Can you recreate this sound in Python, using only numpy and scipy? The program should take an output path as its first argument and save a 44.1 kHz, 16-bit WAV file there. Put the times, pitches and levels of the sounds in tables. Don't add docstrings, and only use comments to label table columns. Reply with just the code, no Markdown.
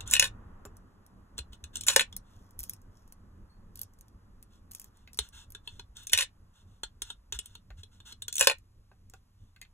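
import sys
import numpy as np
from scipy import signal
from scipy.fft import rfft, irfft, next_fast_len
from scipy.io import wavfile
from scipy.ndimage import map_coordinates

SR = 44100
rng = np.random.default_rng(int(sys.argv[2]) if len(sys.argv) > 2 else 0)


def generate_wav(sig):
    pcm = np.round(np.clip(np.atleast_2d(sig).T, -1, 1) * 32767).astype(np.int16)
    wavfile.write(sys.argv[1], SR, pcm)


N = 429093

FALLS = [(.1101, .1352, .195, .0283, .615, .287, -17, -5, -5, 7, -30, -27, -33, -29),
         (1.8653, 1.8822, 1.9606, .0328, .43, 2.04, -21.5, -7.5, -5, 5, -20, -25, -27, -31),
         (6.118, 6.1315, 6.1743, .0331, .4, 6.25, -36, -7, -13, 4, -31, -33, -31, -25),
         (8.3931, 8.4085, 8.4703, .0264, .53, 8.535, -15, -5.5, -5.5, 8, -15, -23, -26, -36)]
# time in seconds, peak in dB, hollow knock in dB.
GLANCES = [(.164, -14, -25.5), (6.1854, -12.5, -36)]
# time in seconds, peak in dB, flatness (0 edge-on, about 1 flat).
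TAPS = [(.0054, -30.5, 0.77), (.075, -32, 0), (.0995, -30.5, 0), (1.3797, -27, 0.74), (1.387, -26.5, 0.95),
        (1.5305, -42.5, .9), (1.6393, -33, 0.77), (1.7556, -23.5, 0.27), (1.768, -27, 0.32),
        (1.8089, -27, 0), (1.8348, -33, .3), (2.1256, -39, 0.78), (5.1881, -14, 0.78), (5.5484, -34, 0.87),
        (5.674, -30.5, 0.86), (5.7941, -35, 1.05), (5.9676, -38, 0.4), (6.069, -27, 0.13),
        (6.095, -32, 0.55), (6.833, -25, 0.94), (7.0187, -24.5, 0.68), (7.101, -30, 0.97),
        (7.3231, -22.5, 0.75), (7.3886, -22, 0.56), (7.457, -36.5, 0.34), (7.5514, -38.5, 0.82),
        (7.832, -37.5, 0.8), (8.0016, -45, 1.08), (8.1224, -37.5, .9), (8.2203, -29, 0.5),
        (8.2809, -25, 0.68), (8.326, -24.5, 0.04), (8.3396, -31, 0), (8.3542, -23, .02),
        (8.3654, -22.5, 0.06), (8.3806, -19, 0.4)]
# start in seconds, length in seconds, level in dB.
SCRAPES = [(.056, .12, -43), (1.37, .034, -55), (1.52, .037, -53), (1.73, .087, -47.5), (2.24, .2, -68),
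           (3.76, .09, -62), (4.5, .1, -66), (4.93, .13, -68), (5.2, .088, -50), (5.322, .13, -48.5),
           (5.635, .19, -59.5), (5.95, .11, -48.5), (6.53, .11, -62.5), (7.03, .11, -50.5),
           (7.33, .045, -40.5), (7.4, .19, -60), (7.77, .054, -56.5), (7.91, .087, -62), (8.05, .089, -46),
           (6.66, .15, -70), (9.14, .052, -69), (9.37, .15, -72.5)]
# time in seconds, peak in dB, hollow knock in dB, treble in dB.
KNOCKS = [(0.651, -36.5, -1, 1.5), (5.074, -44, -33, -18.5), (7.703, -46.5, -14, -17.5),
          (8.914, -52, -3.5, -32), (9.136, -40, -11, -3.5), (9.561, -50, -37.5, -16),
          (9.6146, -41, -41, -18), (9.6247, -47, -35, -13), (9.649, -54.5, -38, -25)]
# frequency in Hz, relative level in dB.
GRID_MODES = [(300, -10.5), (455, 2.5), (545, 10), (900, 3.5), (1060, 3.5), (1500, 0), (1787, -3),
              (2487, -2), (2928, -1), (3488, -3.5), (3800, -4.5), (4155, -5.5), (4931, -6), (5297, -1.5),
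              (6018, 4.5), (6890, 3), (7200, 5), (7999, 3.5), (8516, 5.5), (8796, 1), (9700, 0.5),
              (10325, -0.5), (11200, -3), (13300, -3.5), (14685, -14.5), (15600, -13)]
RIM_MODES = [(300, -4), (430, 3.5), (780, -12), (925, 2), (1400, -3.5), (1636, -8), (2150, -17.5),
             (2600, -11.5), (2906, -6), (3262, -4), (3560, 0.5), (4166, -5), (4834, -20.5), (5178, -5.5),
             (6309, 2), (7170, 0.5), (8107, 2.5), (9022, -6.5), (9733, -2), (12306, -11), (15202, -14.5)]
TRAY_MODES = [(400, 8.5), (770, 9), (1150, 7.5), (1550, 1), (2050, -7), (2600, -7), (7000, -6.5),
              (12000, -13.5)]

# time in seconds, peak in dB.
TICKS = [(.7682, -46), (1.064, -49), (2.1651, -24.5), (2.5078, -46.5), (2.591, -25), (2.598, -31.5),
         (2.604, -29), (2.6314, -31), (2.637, -30), (2.6955, -19.5), (2.7346, -33), (2.817, -56.5),
         (3.077, -55), (3.1231, -40), (3.7564, -36.5), (3.7734, -42), (3.792, -32), (3.8148, -25.5),
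         (3.8323, -33.5), (3.936, -54.5), (3.988, -51), (4.0099, -42.5), (4.0821, -53), (4.4268, -39),
         (4.7117, -39), (4.7162, -35.5), (4.7342, -41), (4.749, -30), (4.797, -30), (4.816, -38.5),
         (4.843, -41), (4.971, -54.5), (5.132, -40.5), (5.1446, -43), (5.1732, -35), (5.2882, -45.5),
         (5.5036, -41), (5.521, -37), (6.0343, -43), (8.584, -50), (9.098, -48.5), (9.6143, -36)]
# time in seconds, level in dB.
TICK_TOP = [(1, -3), (2.6, -6.5), (3.9, -6), (4.7, -6.5), (5.15, -12.5), (5.5, -4.5), (9.6, -13)]
# start in seconds, length in seconds, level in dB.
RUBS = [(2.288, 0.29, -58.5), (2.58, 0.14, -44.5), (2.687, 0.09, -50.5), (2.902, 0.27, -61),
        (3.726, 0.18, -59), (4.521, 0.06, -62), (4.72, .18, -49)]
# frequency in Hz, relative level in dB.
CASE_MODES = [(3300, -21), (5400, -14.5), (6400, -14), (7800, -18.5), (9400, -11.5), (11600, -6),
              (12400, -3.5), (13684, 1), (14800, -15.5)]
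# start in seconds, relative level in dB.
BUMPS = [(1.388, -35), (1.493, -40), (1.625, -37), (2.074, -42.5), (2.587, -37), (5.19, -34), (5.887, -43),
         (6.128, -37.5), (6.832, -43), (7.021, -43.5), (7.178, -49), (7.346, -35), (7.704, -37.5),
         (7.776, -37.5), (8.404, -46)]
# start in seconds, length in seconds, settled pitch in Hz, initial level in dB.
BIRD = [(3.495, 0.082, 4330, -71), (3.6, 0.047, 4400, -85)]
# time in seconds, mean level in dB.
HANDLING = [(0.0, -47), (0.97, -61.5), (1.49, -57), (5.01, -62.5), (5.12, -59.5), (9.73, -63.5)]
# time in seconds, mean drone level in dB, mean tyre hiss level in dB.
ROAD = [(0.0, -60.5, -61.5), (0.89, -65, -70), (9.73, -78.5, -84)]
# frequency in Hz, relative density in dB.
THUMP_SPECTRUM = [(8.8, -24.5), (15, 6), (65, -1), (97, 3), (135, -14), (200, -15.5), (260, -36),
                  (440, -120)]
DRONE_SPECTRUM = [(71, -31.5), (120, -9), (135, -12), (183, 2), (387, -12.5), (600, -18.5), (780, -51),
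                  (1320, -120)]
TYRE_SPECTRUM = [(240, -42), (400, -10), (1120, -2), (1940, -13.5), (2280, -28.5), (2480, -22),
                 (3500, -31.5), (4550, -62), (7700, -120)]
HISS_SPECTRUM = [(1000, -0.5), (4000, 4), (12000, 0), (14300, -7), (15200, -17.5)]

# frequency in Hz, time to fall 60 dB in seconds.
ROOM_DECAY = [(300, 0.06), (2000, 0.12), (8000, 0.08), (15000, 0.013)]
# frequency in Hz, phase in radians.
LEAD = [(0, 0), (1500, .15), (2700, 1.2), (4800, 3.14), (6900, 6.28), (11100, 12.57), (17200, 21.7)]
# frequency in Hz, gain in dB.
ROLL_OFF = [(15600, 3), (16100, -19), (17100, -41.5)]
TOP_HZ = 17150

LET_GO_TREBLE_DB, HARD_TREBLE_DB, SOFT_TREBLE_DB = 6.5, -10, -17.5
RUN_UP_TREBLE_DB, SLIDE_TREBLE_DB, SETTLE_TREBLE_DB, SCRAPE_TREBLE_DB = 1, -6.5, -9, -10
REBOUND_S, REBOUND_DB = .0155, -12
EDGE_KNOCK_DB, FLAT_KNOCK_DB, EDGE_TREBLE_DB, FLAT_TREBLE_DB = -43.5, -14, 2, -16
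TICK_TOP_GROWS = 0.31
RUB_TREBLE_DB, RUB_TREBLE_GROWS = 23.5, 0.87


def fall_events():
    # (s, length s, dB, treble dB)
    hits = [(*row, SOFT_TREBLE_DB) for row in GLANCES]
    run_ups, slides = [], []
    for (go_s, wall_s, land_s, flight_s, shrink, rest_s,
         go_db, wall_db, land_db, loss_db, knock, run_db, slide_db, settle_db) in FALLS:
        hits += [(go_s, go_db, knock, LET_GO_TREBLE_DB),
                 (wall_s, wall_db, knock, HARD_TREBLE_DB),
                 (wall_s + REBOUND_S, wall_db + REBOUND_DB, knock, SOFT_TREBLE_DB),
                 (land_s, land_db, knock, HARD_TREBLE_DB)]
        for k in (1, 2, 3):
            bounce_s = land_s + flight_s * (1 - shrink ** k) / (1 - shrink)
            hits.append((bounce_s, land_db - loss_db * k, knock, SOFT_TREBLE_DB))
        run_ups.append((go_s, wall_s - go_s, run_db, RUN_UP_TREBLE_DB))
        slides += [(wall_s, land_s - wall_s, slide_db, SLIDE_TREBLE_DB),
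                   (land_s, rest_s - land_s, settle_db, SETTLE_TREBLE_DB)]
    return hits, run_ups, slides


def falling_discs():
    hits, run_ups, slides = fall_events()
    drops = blows(hits, strike_colours(hits), GRID_MODES, loss_hz=22, scatter_db=2, crack_db=-15.5,
                  contact_s=0.0034, rise_s=0.0015)
    sliding = friction(slides, GRID_MODES, loss_hz=44.5, corner_hz=4678, grain_db=3.0, rise=0.089, fall=.8)
    running = friction(run_ups, GRID_MODES, loss_hz=44.14, corner_hz=4700, grain_db=1, rise=1.0, fall=.08)
    return drops + sliding + running


def rim_taps():
    held = []
    for s, db, flat in TAPS:
        knock = EDGE_KNOCK_DB + flat * (FLAT_KNOCK_DB - EDGE_KNOCK_DB)
        treble = EDGE_TREBLE_DB + flat * (FLAT_TREBLE_DB - EDGE_TREBLE_DB)
        held.append((s, db, knock, treble))
    return blows(held, strike_colours(held), RIM_MODES, loss_hz=28.3, scatter_db=3.5, crack_db=-11.0,
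                 contact_s=0.011, rise_s=0.0011)


def tray_knocks():
    return blows(KNOCKS, strike_colours(KNOCKS), TRAY_MODES, loss_hz=60, scatter_db=3.0, crack_db=-3,
                 contact_s=0.049, rise_s=0.001675)


def rim_scrapes():
    strokes = [(*row, SCRAPE_TREBLE_DB) for row in SCRAPES]
    return friction(strokes, RIM_MODES, loss_hz=62, corner_hz=4600, grain_db=1.0, rise=0.17, fall=0.52)


def case_ticks():
    colours = []
    for s, db in TICKS:
        top_db = np.interp(s, *np.transpose(TICK_TOP)) + TICK_TOP_GROWS * db
        colours.append([(1500, -19.5), (4000, -14.5), (9000, -8), (11000, top_db)])
    return blows(TICKS, colours, CASE_MODES, loss_hz=36, scatter_db=2, crack_db=-8, contact_s=.002, rise_s=.0004)


def case_rubs():
    strokes = [(s, length, db, RUB_TREBLE_DB + RUB_TREBLE_GROWS * db) for s, length, db in RUBS]
    return friction(strokes, CASE_MODES, loss_hz=160, corner_hz=8200, grain_db=5.5, rise=0.17, fall=0.83)


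def bumps():
    out, t = np.zeros(N + SR), np.arange(SR // 8) / SR
    for s, db in BUMPS:
        hz = 62 * amp(1.9 * rng.standard_normal())
        swell = (t / 0.029 * np.exp(1 - t / 0.019)) ** 2
        out[round(s * SR):][:len(t)] += amp(db) * swell * np.sin(2 * np.pi * hz * t)
    return out[:N]


def bird():
    out, waver = np.zeros(N), wobble(97)
    for s, length, hz, db in BIRD:
        t = np.arange(round(length * SR)) / SR
        start = round(s * SR)
        pitch = hz * (1 + 0.017 * np.exp(-t / .02) + 0.016 * waver[start:][:len(t)])
        phase = 2 * np.pi * np.cumsum(pitch) / SR
        tone = np.sin(phase) + amp(-5.0 - 60 * t / 0.24) * np.sin(2 * phase)
        envelope = amp(db - 15 * t / length) * (1 - np.exp(-t / 0.0043))
        out[start:][:len(t)] += envelope * tone
    return out


def background():
    drone_db, tyre_db = curves(ROAD)
    lumps_db = 2.5 * wobble(14)
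    hand = amp(curves(HANDLING)[0] + lumps_db) * noise(THUMP_SPECTRUM, alike=.999)
    drone = amp(drone_db + lumps_db) * noise(DRONE_SPECTRUM, alike=0.76)
    tyres = amp(tyre_db + wobble(3.3)) * noise(TYRE_SPECTRUM, alike=0.085)
    return hand + bumps() + drone + tyres + amp(-83) * noise(HISS_SPECTRUM, alike=0.94)


def room(x):
    hz, t, z = signal.stft(rng.standard_normal((2, SR // 2)), SR, nperseg=256)
    decay = amp(-60 * t / along(ROOM_DECAY, hz)[:, None])
    tail = signal.istft(z * decay, SR, nperseg=256)[1]
    late = np.pad(x, (100, 0))[None]
    return signal.fftconvolve(late, tail / np.linalg.norm(tail[0]), axes=1)[:, :N]


def strike_colours(events):
    return [[(1100, knock), (1900, -5.0), (4300, -3), (5500, treble)] for _, _, knock, treble in events]


def blows(events, colours, modes, loss_hz, scatter_db, crack_db, contact_s, rise_s):
    out, t = np.zeros(N + SR), np.arange(4096) / SR
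    hz, mode_db = np.transpose(modes)[:, :, None]
    bins = np.fft.rfftfreq(len(t), 1 / SR)
    fade = amp(-60 * np.maximum(t - rise_s, 0) / [[contact_s], [.012]])
    press = np.minimum(t / rise_s, 1) ** 3 * fade
    taper = np.cos(t / t[-1] * np.pi / 2)
    for (s, db, *_), colour in zip(events, colours):
        chance = rng.standard_normal((2, len(modes), 1))
        force, chatter = rng.standard_normal((2, len(t))) * press
        level_db = mode_db + along(colour, hz) + scatter_db * chance[1]
        ring = resonances(hz * (1 + 0.016 * chance[0]), level_db, damping(hz, loss_hz))
        crack = amp(crack_db + along(colour, bins) + along(modes, bins))
        hit = irfft(rfft(force) * ring(bins) + rfft(chatter) * crack) * taper
        out[round(s * SR):][:len(t)] += amp(db) * hit / np.abs(hit).max()
    return out[:N]


def friction(strokes, modes, loss_hz, corner_hz, grain_db, rise, fall):
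    hz, mode_db = np.transpose(modes)[:, :, None]
    grid_hz = np.arange(0, SR / 2, 5)
    drive_db = along([(500, -26), (1600, 0)], hz)
    ring = resonances(hz, mode_db + drive_db, damping(hz, loss_hz))(grid_hz)
    grit = rng.standard_normal(N) * amp(grain_db * wobble(350))
    body = unit(filtered(grit, lambda f: np.interp(f, grid_hz, np.abs(ring))))
    top = filtered(body, lambda f: 1 / (1 + (corner_hz / (f + 1)) ** 6))
    low, high = np.zeros(N), np.zeros(N)
    for s, length, db, treble_db in strokes:
        u = np.linspace(0, 1, round(length * SR))
        shape = amp(db) * (1 - np.exp(-u / rise)) * (1 - u) ** fall
        low[round(s * SR):][:len(u)] += shape
        high[round(s * SR):][:len(u)] += shape * amp(treble_db)
    return low * (body - top) + high * top


def damping(hz, loss_hz):
    return 22 + loss_hz * (hz / 1000) ** 0.63


def resonances(hz, db, width):
    sign = (-1) ** np.arange(len(hz))[:, None]
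    return lambda f: np.sum(sign * amp(db) * 1j * f * width / (hz * hz - f * f + 1j * f * width), 0)


def noise(spectrum, alike):
    a, b = filtered(rng.standard_normal((2, N)), lambda hz: amp(along(spectrum, hz)))
    turn = np.arccos(np.clip(alike, -1, 1)) / 2
    shared, opposed = np.cos(turn) * a, np.sin(turn) * b
    return unit(np.array([shared + opposed, shared - opposed]))


def filtered(x, response):
    m = next_fast_len(N + SR // 2)
    return irfft(rfft(x, m) * response(np.fft.rfftfreq(m, 1 / SR)), m)[..., :N]


def wobble(rate):
    knots = rng.standard_normal(int(N * rate / SR) + 4)
    return map_coordinates(knots, [np.arange(N) * rate / SR])


def curves(rows):
    s, *cols = np.transpose(rows)
    return [np.interp(np.arange(N) / SR, s, c) for c in cols]


def along(points, hz):
    f, v = np.transpose(points)
    return np.interp(np.log(hz + 1), np.log(f + 1), v)


def unit(x):
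    return x / np.sqrt(np.mean(x ** 2) + 1e-20)


def amp(db):
    return 10 ** (np.asarray(db) / 20)


def scene():
    discs = falling_discs() + rim_taps() + tray_knocks() + rim_scrapes()
    near = discs + case_ticks() + case_rubs() + bird()
    return near + amp(-9.5) * room(near) + background()


def record(dry):
    lead = lambda hz: .5j * np.interp(hz, *np.transpose(LEAD)) * [[1], [-1]]
    tilt_db = lambda hz: along([(60, .2), (200, .7), (1500, .3), (3500, 0)], hz) * [[-1], [1]]
    return filtered(dry, lambda hz: np.exp(lead(hz)) * amp(along(ROLL_OFF, hz) + tilt_db(hz)) * (hz < TOP_HZ))


dry = scene()
out = record(dry)
generate_wav(out)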